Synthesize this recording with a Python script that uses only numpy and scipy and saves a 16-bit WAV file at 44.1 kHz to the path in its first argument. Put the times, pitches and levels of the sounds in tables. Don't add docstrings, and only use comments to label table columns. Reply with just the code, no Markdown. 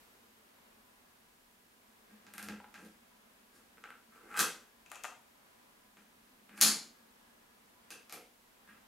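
import sys
import numpy as np
from scipy import signal
from scipy.fft import rfft, irfft
from scipy.io import wavfile
from scipy.ndimage import uniform_filter1d

SR = 44100
rng = np.random.default_rng(int(sys.argv[2]) if len(sys.argv) > 2 else 0)


def persist_wave(psi):
    counts = np.round(np.clip(psi, -1, 1) * 32767).astype(np.int16)
    wavfile.write(sys.argv[1], SR, np.atleast_2d(counts).T)


def convert_level_to_amplitude(level_db):
    exponent = np.asarray(level_db, float) / 20
    return 10 ** exponent


N = 391166


# low/Hz, high/Hz
BANDS_HZ = [(60, 550), (550, 3200), (3200, 7800), (7800, 14000)]
CHASSIS_MODES = [(79.5, 18.7, 14), (206.2, 13.3, 19.5), (497, 38, -3), (860, 90, 5.5), (1370, 94, 13),
                 (1614, 110, 14.5), (1971, 250, 9), (2520, 170, 6), (4790, 1400, -1.5), (8950, 417, -6.5),
                 (11400, 400, -1.5)]


def band(x, lo_hz, hi_hz, order=2):
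    return signal.sosfilt(signal.butter(order, [lo_hz, hi_hz], "bandpass", fs=SR, output="sos"), x)


def ring(x, f_hz, width_hz):
    return signal.lfilter(*signal.iirpeak(f_hz, f_hz / width_hz, fs=SR), x)


def body(x, modes):
    return x + sum(convert_level_to_amplitude(db) * ring(x, f_hz, width_hz) for f_hz, width_hz, db in modes)


def unit(x):
    return x / np.sqrt(np.mean(x ** 2))


def tint(x, f_hz, db):
    f = np.maximum(np.arange(len(x) // 2 + 1) * SR / len(x), 1)
    gain = convert_level_to_amplitude(np.interp(np.log(f), np.log(f_hz), db))
    return irfft(rfft(x) * gain, len(x))


def walk(rate_hz):
    hold = int(SR / rate_hz)
    steps = np.repeat(rng.standard_normal(N // hold + 1), hold)
    return unit(uniform_filter1d(uniform_filter1d(steps, hold), hold)[:N])


def hiss_and_murmur():
    # f/Hz, density/dB
    air_spectrum = [(15, -64.5), (25, -3), (114, -9), (1020, -7), (1700, -10), (6050, -17), (11900, -16),
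                    (16000, -19.5)]
    # f/Hz, level/dB
    air_side = [(60, -13), (110, -10), (200, -2), (500, 1), (2380, 1.5), (4400, -0.5), (8120, -2.5),
                (15000, -10.5)]
    level_db, hiss_db, murmur_db, swell_db = -68, 0.24, 1.5, 1.1
    rustle_db, rustle_s = 3.5, 0.17
    f_hz, db = np.transpose(air_spectrum)
    mid, side = (tint(rng.standard_normal(N), f_hz, db) for _ in range(2))
    side = tint(side, *np.transpose(air_side))
    noise = convert_level_to_amplitude(level_db) * np.array([mid + side, mid - side]) / np.std(mid)
    low = band(noise, 84, 2600, order=1)
    murmur = convert_level_to_amplitude(murmur_db + swell_db * walk(4.1)) * low
    rustle = convert_level_to_amplitude(rustle_db * np.exp(-np.arange(N) / SR / rustle_s))
    return rustle * (convert_level_to_amplitude(hiss_db) * (noise - low) + murmur)


def far_fan():
    # f/Hz, width/Hz, level/dB
    fan_modes = [(227.7, 63, -73.5), (407.5, 160, -83), (997, 34, -83.5), (1664, 24, -87),
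                 (11940, 420, -86)]
    hum = np.zeros(N)
    for f_hz, width_hz, db in fan_modes:
        tone = ring(ring(rng.standard_normal(N), f_hz, width_hz), f_hz, width_hz)
        hum += convert_level_to_amplitude(db + 1.9 * walk(2.2)) * unit(tone)
    return hum


def room(x):
    # f/Hz, t60/s, tail level/dB, side minus mid/dB
    room_bands = [(109, 0.41, -17, -26), (269.6, 0.48, -17.5, -39.5), (590, 0.44, -18.5, -15),
                  (1360, 0.35, -18.5, -13.5), (2833, 0.39, -21, -10.5), (6000, 0.35, -24, -7.5),
                  (10600, 0.3, -23, -7.5), (14000, 0.21, -25, -16)]
    build_ms = 4.5
    t = np.arange(int(0.7 * SR)) / SR
    f_hz = np.array(room_bands)[:, 0]
    edges_hz = np.r_[40, np.sqrt(f_hz[1:] * f_hz[:-1]), 17000]
    build = 1 - np.exp(-(t * 1000 / build_ms) ** 2)
    mid, side = 0, 0
    for (_, t60_s, tail_db, side_db), lo_hz, hi_hz in zip(room_bands, edges_hz, edges_hz[1:]):
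        decay = convert_level_to_amplitude(tail_db - 60 * t / t60_s) * build
        tail = decay * band(rng.standard_normal((2, len(t))), lo_hz, hi_hz)
        mid = mid + tail[0]
        side = side + convert_level_to_amplitude(side_db) * tail[1]
    mid, side = (signal.oaconvolve(x, tail)[:N] for tail in (mid, side))
    return mid + side * np.array([[1], [-1]])


def strokes(rows):
    edge_db, ramp_s = -12, 0.016
    gains = np.zeros((3, N))
    for mid_s, length_s, db, heft_db, hard_db in rows:
        at = np.arange(int((mid_s - length_s / 2) * SR), int((mid_s + length_s / 2) * SR))
        off_s = np.abs(at / SR - mid_s)
        swell = np.clip((length_s / 2 - off_s) / ramp_s, 0, 1) * convert_level_to_amplitude(edge_db * 2 * off_s / length_s)
        gains[:, at] += swell * convert_level_to_amplitude(db + np.array([[0], [heft_db], [hard_db]]))
    return gains


def rubs(gains, modes, slips_per_s):
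    scatter_db = 1.8
    slips = rng.random(N) < slips_per_s / SR
    slips = slips * convert_level_to_amplitude(scatter_db * rng.exponential(size=N)) * rng.standard_normal(N)
    rung = body(slips, modes)
    bands_hz = (BANDS_HZ[1], BANDS_HZ[0], (3200, 12000))
    return sum(g * unit(band(rung, lo_hz, hi_hz)) for g, (lo_hz, hi_hz) in zip(gains, bands_hz))


def chatter(lags_s, size):
    x = np.r_[1., np.zeros(size - 1)]
    for lag in np.maximum(1, (lags_s * SR).astype(int)):
        loop = np.r_[1., np.zeros(lag - 1), 0.72]
        x = signal.lfilter(loop[::-1], loop, x)
    return x


def knocks(events, modes, share_db):
    contact_s = 0.0026
    room_per_hardness = 0.28
    out = np.zeros((2, N))
    for (t_s, panel_db, heft_db, hard_db, crisp_db), luck in zip(events, rng.random((len(events), 3))):
        lags_s = contact_s * (1 + luck) * [0.03, 0.08, 0.18]
        rung = body(chatter(lags_s, size=6000), modes)
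        room_db = share_db + room_per_hardness * hard_db
        levels_db = panel_db + np.array([heft_db, 0, hard_db, hard_db + crisp_db])
        for (lo_hz, hi_hz), db in zip(BANDS_HZ, levels_db):
            part = band(rung, lo_hz, hi_hz, order=3)
            gains = convert_level_to_amplitude(np.array([[db], [db + room_db]]))
            out[:, int(t_s * SR):][:, :len(part)] += gains * part / np.abs(part).max()
    return out


def fingers_rub():
    deck_rubs = [(2.10, .08, -62, 3.5, -5), (2.21, .06, -74, 2, -11), (2.385, 0.065, -49, -1, -10),
                 (2.45, 0.084, -56, 9.5, 3), (2.81, 0.13, -58, 8, -2.5), (3.555, .11, -63.5, 2, 1.2),
                 (5.98, .08, -73, 3, 1), (6.53, 0.087, -57.5, -1, -15), (6.577, 0.051, -49, -4.5, -0.5),
                 (8.69, 0.057, -54, -5, -14), (8.775, 0.034, -73, 3, -8)]
    return convert_level_to_amplitude(-11) * rubs(strokes(deck_rubs), CHASSIS_MODES, 1800)


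def power_switch():
    power_contacts = [
        (7.9047, -44, -12.5, 6.1, -1.1),
        (8.096, -46.5, -22, 3.5, -6),
        (8.1245, -40, -12, 3.6, 0.5),
        (8.141, -59, 5.5, 5.4, .1),
    ]
    press_modes = [(488, 32, 2.3), (1590, 170, 5.2), (2610, 145, 11.6), (4800, 520, 3), (6100, 440, 2.5),
                   (9300, 760, 1.6)]
    release_modes = [(504, 84, 4.1), (737, 100, 6.3), (1310, 150, 6.3), (2260, 460, 5), (4970, 1600, 2.7),
                     (9000, 400, 1.8), (11600, 650, 5.1)]
    press = knocks(power_contacts[:1], press_modes, -3.5)
    return press + knocks(power_contacts[1:], release_modes, -4.5)


def door_shut():
    latch_contacts = [
        (5.9696, -51, -7, -7.5, -5),
        (6.4931, -48, -7, -16, 2.5),
        (6.5776, -40, -9.5, -15, 8),
        (6.6066, -37, -21.5, 6, -10),
        (6.6119, -25.5, -19, 14, -0.4),
        (6.6256, -27, -17.5, 10, -4),
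    ]
    latch_modes = [(212, 30, 14.4), (1467, 330, 3), (2117, 1100, 2), (4370, 162, 4), (4720, 220, 3),
                   (5340, 380, 3), (6420, 750, 3.9), (9310, 170, 1.03), (10040, 280, 2.8)]
    spring_rattle = [(6.65, .085, -38.5, -9, 9.9)]
    spring_modes = [(205, 29, 2.4), (4300, 130, 15), (4600, 110, 9.6), (4805, 160, 8), (5300, 590, 3.2),
                    (6740, 406, 10), (9900, 230, 6)]
    slam = knocks(latch_contacts, latch_modes, -3.5)
    return slam + rubs(strokes(spring_rattle), spring_modes, 1500)


def cassette_laid():
    lay_contacts = [
        (4.8611, -50.5, -12, -2, -11),
        (4.901, -60, -14, 7, -4),
        (4.9163, -34.5, -36, -4, -.6),
        (4.9468, -51, -22, 6, -11),
        (4.9564, -46, -19, 3, -4),
        (5.0363, -45.5, -18, 10, -1.7),
        (5.0434, -30, -28, -18, .1),
        (5.0505, -31, -27, -24, 6),
    ]
    corner_modes = [(2620, 150, 15), (3170, 91, 4.1), (6730, 2500, 5.3)]
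    shelf_modes = [(750, 310, 13), (990, 130, 13), (1223, 73, 17.3), (1390, 140, 16), (1880, 320, 10),
                   (2480, 150, 6.3), (7000, 930, 4.9), (9500, 460, 1)]
    corner = lay_contacts[:2] + lay_contacts[3:6]
    flat = lay_contacts[2:3] + lay_contacts[6:]
    return knocks(flat, shelf_modes, -7.5) + knocks(corner, corner_modes, -7.5)


def draw():
    start_s, grip_s, end_s, ramp_s = 4.24, 4.365, 4.395, 0.014
    level_db, heft_db, hardness_db = -39, -21.5, 10.5
    rise_db_per_s, harden_db_per_s, harden_s = 190, 428, 0.048
    t = np.arange(N) / SR
    fade = np.clip(np.minimum(t - start_s, end_s - t) / ramp_s, 0, 1)
    db = level_db + rise_db_per_s * np.minimum(t - grip_s, 0)
    hard_db = hardness_db + harden_db_per_s * np.clip(t - end_s, -harden_s, 0)
    return fade * convert_level_to_amplitude(np.array([db, db + heft_db, db + hard_db]))


def cassette_pulled():
    pull_contacts = [(3.7718, -56, -11, -14, -3), (3.7806, -48.5, -8, -30, -2.1),
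                     (3.8388, -36, -25, -11.5, -21), (3.8546, -48, -5, -22, 3),
                     (3.9041, -38.5, -20.5, -24, 11.5), (4.1592, -52, -4, -20, -5),
                     (4.3131, -42, -9, -23, 1), (4.3421, -33, -26, -19, -4),
                     (4.3617, -29.5, -31, -18, -2.2), (4.3736, -27.5, -16.5, -5, 2.1),
                     (4.3919, -25, -15.5, 6, 0.5), (4.4039, -31.5, -6, -20, 11)]
    loosening = [(4.165, 0.18, -58, -12, -8), (4.24, .06, -65, 7, -16)]
    guide_modes = [(490, 90, 12), (880, 120, 9), (1370, 100, 22), (1500, 130, 19), (2000, 300, 12),
                   (2600, 120, 6), (7600, 180, 4)]
    shell_modes = [(210, 37, 10), (480, 77, 3.3), (1342, 300, 17), (1540, 150, 17), (1910, 160, 9),
                   (2533, 47, 17.5), (3230, 70, 3.4), (4570, 1600, 1.8), (5900, 870, 4.4), (7600, 140, 1),
                   (11660, 110, 1.7)]
    grip = knocks(pull_contacts[:6], guide_modes, -4.5)
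    pull = knocks(pull_contacts[6:], shell_modes, -1)
    scrape = rubs(strokes(loosening) + draw(), guide_modes, 600)
    return grip + pull + convert_level_to_amplitude(-11) * scrape


def eject():
    eject_contacts = [
        (2.2664, -50, -9, .6, -15),
        (2.3374, -45, -9, 1.2, 5),
        (2.3804, -37.5, -25, 1.4, 0),
        (2.4272, -43, -17, 1.8, 3.5),
        (2.486, -33, -7.5, -3, -7),
        (2.6007, -44.5, -7, -25, .1),
        (2.6427, -44, -10, -23, -9),
        (2.7415, -45, -27, -1.5, -7.5),
        (2.849, -59.5, -10, 3, 2),
    ]
    hinge_modes = [(217, 43, 9), (840, 46, 25), (960, 53, 27), (1370, 180, 20.5), (2000, 200, 6),
                   (2670, 79, 3.8)]
    key = knocks(eject_contacts[:5], CHASSIS_MODES, -6)
    door = knocks(eject_contacts[5:7], hinge_modes, -6.5)
    key_return = knocks(eject_contacts[7:], CHASSIS_MODES, -1)
    return key + door + key_return


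def hand_pan():
    # t/s, left minus right/dB
    hand_place = [(2, 0.5), (4.6, 0.5), (4.8, 5.5), (5.3, 2), (5.8, 1), (8.87, 0.3)]
    pan_db = np.interp(np.arange(N) / SR, *np.transpose(hand_place))
    return convert_level_to_amplitude(np.array([pan_db, -pan_db]) / 2)


def scene():
    background = hiss_and_murmur() + far_fan()
    handling = fingers_rub() + power_switch() + door_shut() + cassette_laid() + cassette_pulled() + eject()
    direct, sent = handling
    hand = (direct + room(sent)) * hand_pan()
    bass_cut = signal.butter(2, 200, "highpass", fs=SR, output="sos")
    return signal.sosfilt(bass_cut, hand) + background


def band_limit(x):
    return signal.sosfilt(signal.butter(12, 16470, fs=SR, output="sos"), x)


def low_pass(x, cut_hz):
    return signal.sosfiltfilt(signal.ellip(10, 0.1, 40, cut_hz, fs=SR, output="sos"), x)


def record(dry):
    mid = low_pass(dry[0] + dry[1], 15800) / 2
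    side = low_pass(dry[0] - dry[1], 11600) / 2
    return band_limit(np.array([mid + side, mid - side]))


dry = scene()
out = record(dry)
persist_wave(out)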